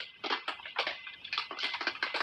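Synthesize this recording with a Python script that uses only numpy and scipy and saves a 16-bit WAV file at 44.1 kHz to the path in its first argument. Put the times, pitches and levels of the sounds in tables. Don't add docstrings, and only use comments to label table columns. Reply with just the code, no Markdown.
import sys
import numpy as np
from scipy import signal
from scipy.fft import rfft, irfft, next_fast_len
from scipy.io import wavfile
from scipy.ndimage import uniform_filter1d

SR = 44100
rng = np.random.default_rng(int(sys.argv[2]) if len(sys.argv) > 2 else 0)


def to_wav(s):
    ch = np.atleast_2d(s).T
    pcm = np.round(np.clip(ch, -1, 1) * 32767)
    wavfile.write(sys.argv[1], SR, pcm.astype(np.int16))


N = 97902


def amp(db):
    return 10 ** (np.asarray(db) / 20)


def unit(x):
    return x / np.sqrt(np.mean(x ** 2) + 1e-20)


def glide(position, values):
    return np.interp(position, np.arange(len(values)), values)


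def band(x, low_hz, high_hz, order):
    y = signal.sosfilt(signal.butter(order, [low_hz, high_hz], "band", fs=SR, output="sos"), x)
    return y * np.linalg.norm(x) / np.linalg.norm(y)


def coloured(x, curve, resonances=()):
    size = 8192
    curve_hz, curve_db = np.transpose(curve)
    hz = np.fft.rfftfreq(size, 1 / SR)
    gain_db = np.interp(np.log(hz + 1), np.log(curve_hz + 1), curve_db)
    gain_db += sum(lift / (1 + (2 * (hz - centre) / width) ** 2) for centre, width, lift in resonances)
    cepstrum = irfft(np.log(amp(gain_db) + 1e-6))
    cepstrum *= np.r_[1, np.full(size // 2 - 1, 2), 1, np.zeros(size // 2 - 1)]
    return signal.fftconvolve(x, irfft(np.exp(rfft(cepstrum))))[:N]


# f/Hz, width/Hz, lift/dB
SHEET_RESONANCES = [(353, 55, 4), (490, 15, 2.5), (968, 77, 2.5), (1146, 77, 5), (1224, 7.5, -4.5),
                    (1582, 110, 2), (2045, 6.7, 16.5), (2283, 16, -1), (2690, 33, 2), (3350, 17, -6),
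                    (4475, 30, 2.5), (4610, 38, -6.5), (4850, 31, 0.5), (5240, 13, -2.5)]
def plastic_sheet(x, curve):
    return coloured(x, curve, SHEET_RESONANCES)


# f/Hz, relative level/dB
FINE_RAIN_TONE = [(470, -45.5), (800, -9.5), (1380, -5.5), (1580, -3), (1810, -9), (2570, 4.5), (3260, 1.5),
                  (4000, -9.5), (5300, -17), (6130, -39.5), (7970, -64), (13500, -120)]
def fine_rain(level_db=-49, ticks_per_s=560, scatter_db=2, hiss_share=0.63):
    chance, size = rng.random((2, N))
    ticks = unit((chance < ticks_per_s / SR) * amp(-scatter_db * np.log(size + 0.0099)))
    mix = hiss_share * rng.standard_normal(N) + (1 - hiss_share) * ticks
    return amp(level_db) * unit(plastic_sheet(mix, FINE_RAIN_TONE))


# f/Hz, relative level/dB
HUSH_TONE = [(25, -23.5), (70, 1.5), (110, 1.5), (250, -1), (1200, -10), (5000, -20.5), (7000, -34.5)]
def low_hush(level_db=-68, waver_db=4, wavers_per_s=14):
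    waver = glide(np.arange(N) / SR * wavers_per_s, rng.standard_normal(N))
    return amp(level_db + waver_db * waver) * unit(coloured(rng.standard_normal(N), HUSH_TONE))


def grainy_echoes(t, hollow_db=2.5, hollow_hz=357.8, grain_db=2.5, grain_s=0.0015):
    noise, grains, bumps = rng.standard_normal((3, len(t)))
    hollow = amp(hollow_db * glide(np.fft.rfftfreq(len(t), 1 / SR) / hollow_hz, bumps))
    unevenness = amp(grain_db * glide(t / grain_s, np.clip(grains, -2, 2)))
    return unit(irfft(rfft(noise) * hollow, len(t))) * unit(unevenness)


def tap_and_echoes(t, tap_db, echoes, fade_s, width_hz, rise_s=0.00076, near_db=-8.5, near_fade_s=0.083):
    tap = amp(tap_db) * (t == 0) * np.sqrt(SR / 2 / width_hz)
    fade = amp(-60 * t / fade_s) + amp(near_db - 60 * t / near_fade_s)
    return tap + echoes * fade * (1 - np.exp(-t / rise_s))


# low f/Hz, high f/Hz, base fade t/s (to -60 dB)
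DROP_BANDS = [(244.7, 466, 0.12), (761, 1887, 0.24), (1980, 3660, 0.35), (3780, 5436, 0.2),
              (7100, 12240, 0.21)]
# sharpness (pitch over width), base fade t/s (to -60 dB)
PANEL_NOTES = [(3, .18), (6, 0.11), (7.5, 0.12)]
# f/Hz, level/dB
SHEET_TONE = [(200, -7), (380, -3.5), (800, -11.5), (1400, -9.5), (1850, -11), (2350, -5), (3230, -5.5),
              (4000, -7), (4450, -5), (5100, -14), (5800, -13), (6900, -2.5), (8500, -8.5), (12000, -26)]
# t/s, level/dB, base tap over echoes/dB, stretch of the fade times, five bands'
# level/dB, three notes' f/Hz and level/dB; band and note levels add to the drop's level
HEAVY_DROPS = [(0.001, -29, 8.5, 1.25, -37, -17.5, -6, -11, -32.5, 580, -21, 1460, -10, 2010, -9.5),
               (0.158, -48.5, 15, 1.3, -28.5, -19.5, -5, -21.5, -43.5, 583, -32, 1700, -10.5, 2870, -15.5),
               (0.237, -26, 0.5, 1.58, -13.5, -9.5, -9, -14, -70, 720, -8, 1295, -6, 3160, -9),
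               (0.259, -26, 8.5, 0.55, -13.5, -17.5, -9.5, -7, -62.5, 750, -16, 773, -9, 3720, -12),
               (0.2975, -16.5, -7.5, 1.69, -17, -8.5, -17.5, -15, -72.5, 490, -18.5, 1024, -16.5, 3070, -15.5),
               (0.324, -16.5, 7, 0.77, -25.5, -6.5, -16, -17, -47.5, 1200, -14.5, 1500, -22, 2690, -26.5),
               (0.478, -19, 2.5, 1.2, -26, -8.5, -13.5, -20, -34, 702, -16.5, 1296, -12, 2370, -29.5),
               (0.596, -43, 17.5, 1.4, -35, -16.5, -30.5, -42, -63, 923, -4.5, 914, -15, 2690, -16),
               (0.628, -52, 7, 0.55, -26.5, 3, 10, -30, -45, 747, -39.5, 1086, -4.5, 2900, 4),
               (0.654, -31, 6.5, 1, -41, -11.5, -6, -29.5, -48, 662, -17, 1610, -5, 2220, -8),
               (0.678, -36, 4, 2.4, -47.5, -19.5, -6, -18, -49.5, 650, -29.5, 1530, -17.5, 2850, -7),
               (0.76, -33.5, 2, 2, -31.5, 4, -22, -42, -54, 630, -40, 1430, -1, 2560, -15.5),
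               (0.785, -19, 3.5, 0.78, -30.5, -7.5, -8.5, -17.5, -47, 515, -20, 858, -6.5, 2330, -22),
               (0.796, -22, 8.5, 0.99, -37.5, -16, -8.5, -7.5, -31.5, 592, -9.5, 1480, -13, 2360, -20.5),
               (0.866, -21, 6.5, 1.36, -26.5, -14, -11.5, -12.5, -46, 678, -10.5, 1750, -7, 2300, -11),
               (0.897, -34, -5.5, 2.23, -25, -17, -4.5, -8, -49.5, 712, -26, 1780, -1, 1850, -4),
               (1.037, -42.5, 6.5, 1.3, -34.5, -18, -3, -22, -65, 748, -34, 943, -20, 2700, -9),
               (1.067, -36.5, 5.5, 1.4, -48.5, -11.5, -4.5, -32, -61.5, 1230, -10, 1525, -1.5, 2540, -6.5),
               (1.134, -39.5, 1.5, 0.49, -36, -16, -16.5, -11, -52, 525, -33.5, 1646, -1.5, 3370, -1),
               (1.214, -48.5, 8, 0.32, -30, -12, 3, -5.5, -38.5, 758, -29, 2130, -5, 3790, -14),
               (1.244, -41, 6, 1.63, -58.5, -18, 1, -7.5, -59, 550, -39, 1630, -31, 3260, 2),
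               (1.278, -44, 6, 0.69, -38, -25, -27.5, -29, -49, 712, -37, 1710, 1, 2310, -18),
               (1.326, -18, 8.5, 1.06, -49.5, -23, -13.5, -12.5, -52, 783, -27.5, 1675, -15, 2530, -16.5),
               (1.345, -52, 17, 1.6, -39, -7.5, 0, 6, -43.5, 726, -33.5, 1640, -4.5, 3230, -8.5),
               (1.376, -17.5, 9.5, 1.26, -42.5, -13, -15, -11, -40.5, 436, -34.5, 1260, -11, 3285, -11.5),
               (1.508, -33, 6, 1.54, -11, -1, -19, -15.5, -55, 660, -7, 1180, -2.5, 2900, -8.5),
               (1.57, -27, 6, 0.47, -30.5, -13.5, -11, -22, -45, 570, -23, 1244, -10, 2760, -29.5),
               (1.587, -27.5, 10, 0.84, -43, -26, -21.5, -6.5, -52, 763, -30.5, 1430, -10, 2700, -18.5),
               (1.601, -35, 4, 3.6, -43.5, -11, -1.5, 0.5, -41, 614, -37.5, 1454, -16, 2940, -2.5),
               (1.625, -28, -13, 2.24, -21, -6.5, -7.5, -7.5, -31, 748, -9.5, 1220, -30, 3120, -7.5),
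               (1.641, -19, 3, 1.08, -25.5, -15.5, -10, -13, -32, 510, -39.5, 1574, -13, 2220, -10),
               (1.685, -32.5, 1, 0.84, -27, -23, -23, -14, -53, 750, -25, 1540, -3.5, 2660, -15.5),
               (1.734, -24.5, -10, 0.57, -58, -12.5, -7, -8, -43, 730, -18, 1017, -5, 2230, -6),
               (1.745, -30.5, 9.5, 0.87, -63, -1, -31, -18, -36, 657, -27, 977, -5.5, 2500, -14),
               (1.807, -19, 8, 1.31, -26, -9, -19, -14.5, -47, 702, -21, 1266, -17.5, 2196, -17),
               (1.868, -15, 7, 1.01, -25, -13, -18.5, -14.5, -53, 612, -25, 1490, -10, 2450, -18.5),
               (1.95, -30.5, 7.5, 1.9, -36.5, -10, -13.5, -18.5, -47, 648, -35.5, 1193, -8.5, 2550, -10),
               (2.025, -18.5, 10, 1.62, -29.5, -9, -15, -14, -43.5, 620, -30, 1535, -8, 2230, -17.5),
               (2.064, -31.5, 16, 1.9, -37.5, -11, -8.5, -18, -45, 587, -17.5, 997, -24.5, 2015, -10.5),
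               (2.141, -23, -1, 1.03, -18, -6, -7.5, -12, -32.5, 569, -8.5, 1465, -5.5, 2450, -21),
               (2.158, -27.5, 3, 1.18, -43, -3.5, -16, -4, -24, 480, -17.5, 890, 0.5, 2580, -17.5),
               (2.203, -17.5, 9.5, 2, -26, -6, -16, -13, -37, 690, -19, 1073, -17, 1980, -16)]
def heavy_drops(start_delay_s=0.000933, tap_lift_db=1):
    t = np.arange(SR // 3) / SR
    track = np.zeros(N + SR)
    for time_s, level_db, tap_db, stretch, *colour in HEAVY_DROPS:
        band_levels = colour[:len(DROP_BANDS)]
        notes = np.reshape(colour[len(DROP_BANDS):], (-1, 2))
        echoes = grainy_echoes(t)
        start = round((time_s + start_delay_s) * SR)
        span = slice(start, start + len(t))
        for db, (low_hz, high_hz, fade_s) in zip(band_levels, DROP_BANDS):
            burst = tap_and_echoes(t, tap_db + tap_lift_db, echoes, fade_s * stretch, high_hz - low_hz)
            track[span] += amp(level_db + db) * band(burst, low_hz, high_hz, order=5)
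        for (hz, db), (sharpness, fade_s) in zip(notes, PANEL_NOTES):
            width = hz / sharpness
            burst = tap_and_echoes(t, tap_db + tap_lift_db, echoes, fade_s * stretch, width)
            track[span] += amp(level_db + db) * band(burst, hz - width / 2, hz + width / 2, order=3)
    return plastic_sheet(track[:N], SHEET_TONE)


def noise_suppressor(x, share_removed=0.93, deepest_cut_db=-14.5):
    spectra = signal.stft(x, nperseg=1024, noverlap=768)[2]
    power = uniform_filter1d(abs(spectra) ** 2, size=3, axis=-1)
    quiet = np.percentile(power, 30, axis=-1, keepdims=True)
    steady = uniform_filter1d(quiet, size=9, axis=-2)
    gain = np.sqrt(np.clip(1 - share_removed * steady / (power + 1e-20), amp(deepest_cut_db) ** 2, 1))
    return signal.istft(spectra * gain, nperseg=1024, noverlap=768)[1][..., :N]


def scene():
    return (heavy_drops() + fine_rain())[None]


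def record(dry):
    hiss_db, top_hz = -95, 12750
    mix = noise_suppressor(dry) + low_hush() + amp(hiss_db) * rng.standard_normal(dry.shape)
    size = next_fast_len(N + SR // 2)
    below_top = np.fft.rfftfreq(size, 1 / SR) < top_hz
    return irfft(rfft(mix, size) * below_top, size)[..., :N]


dry = scene()
out = record(dry)
to_wav(out)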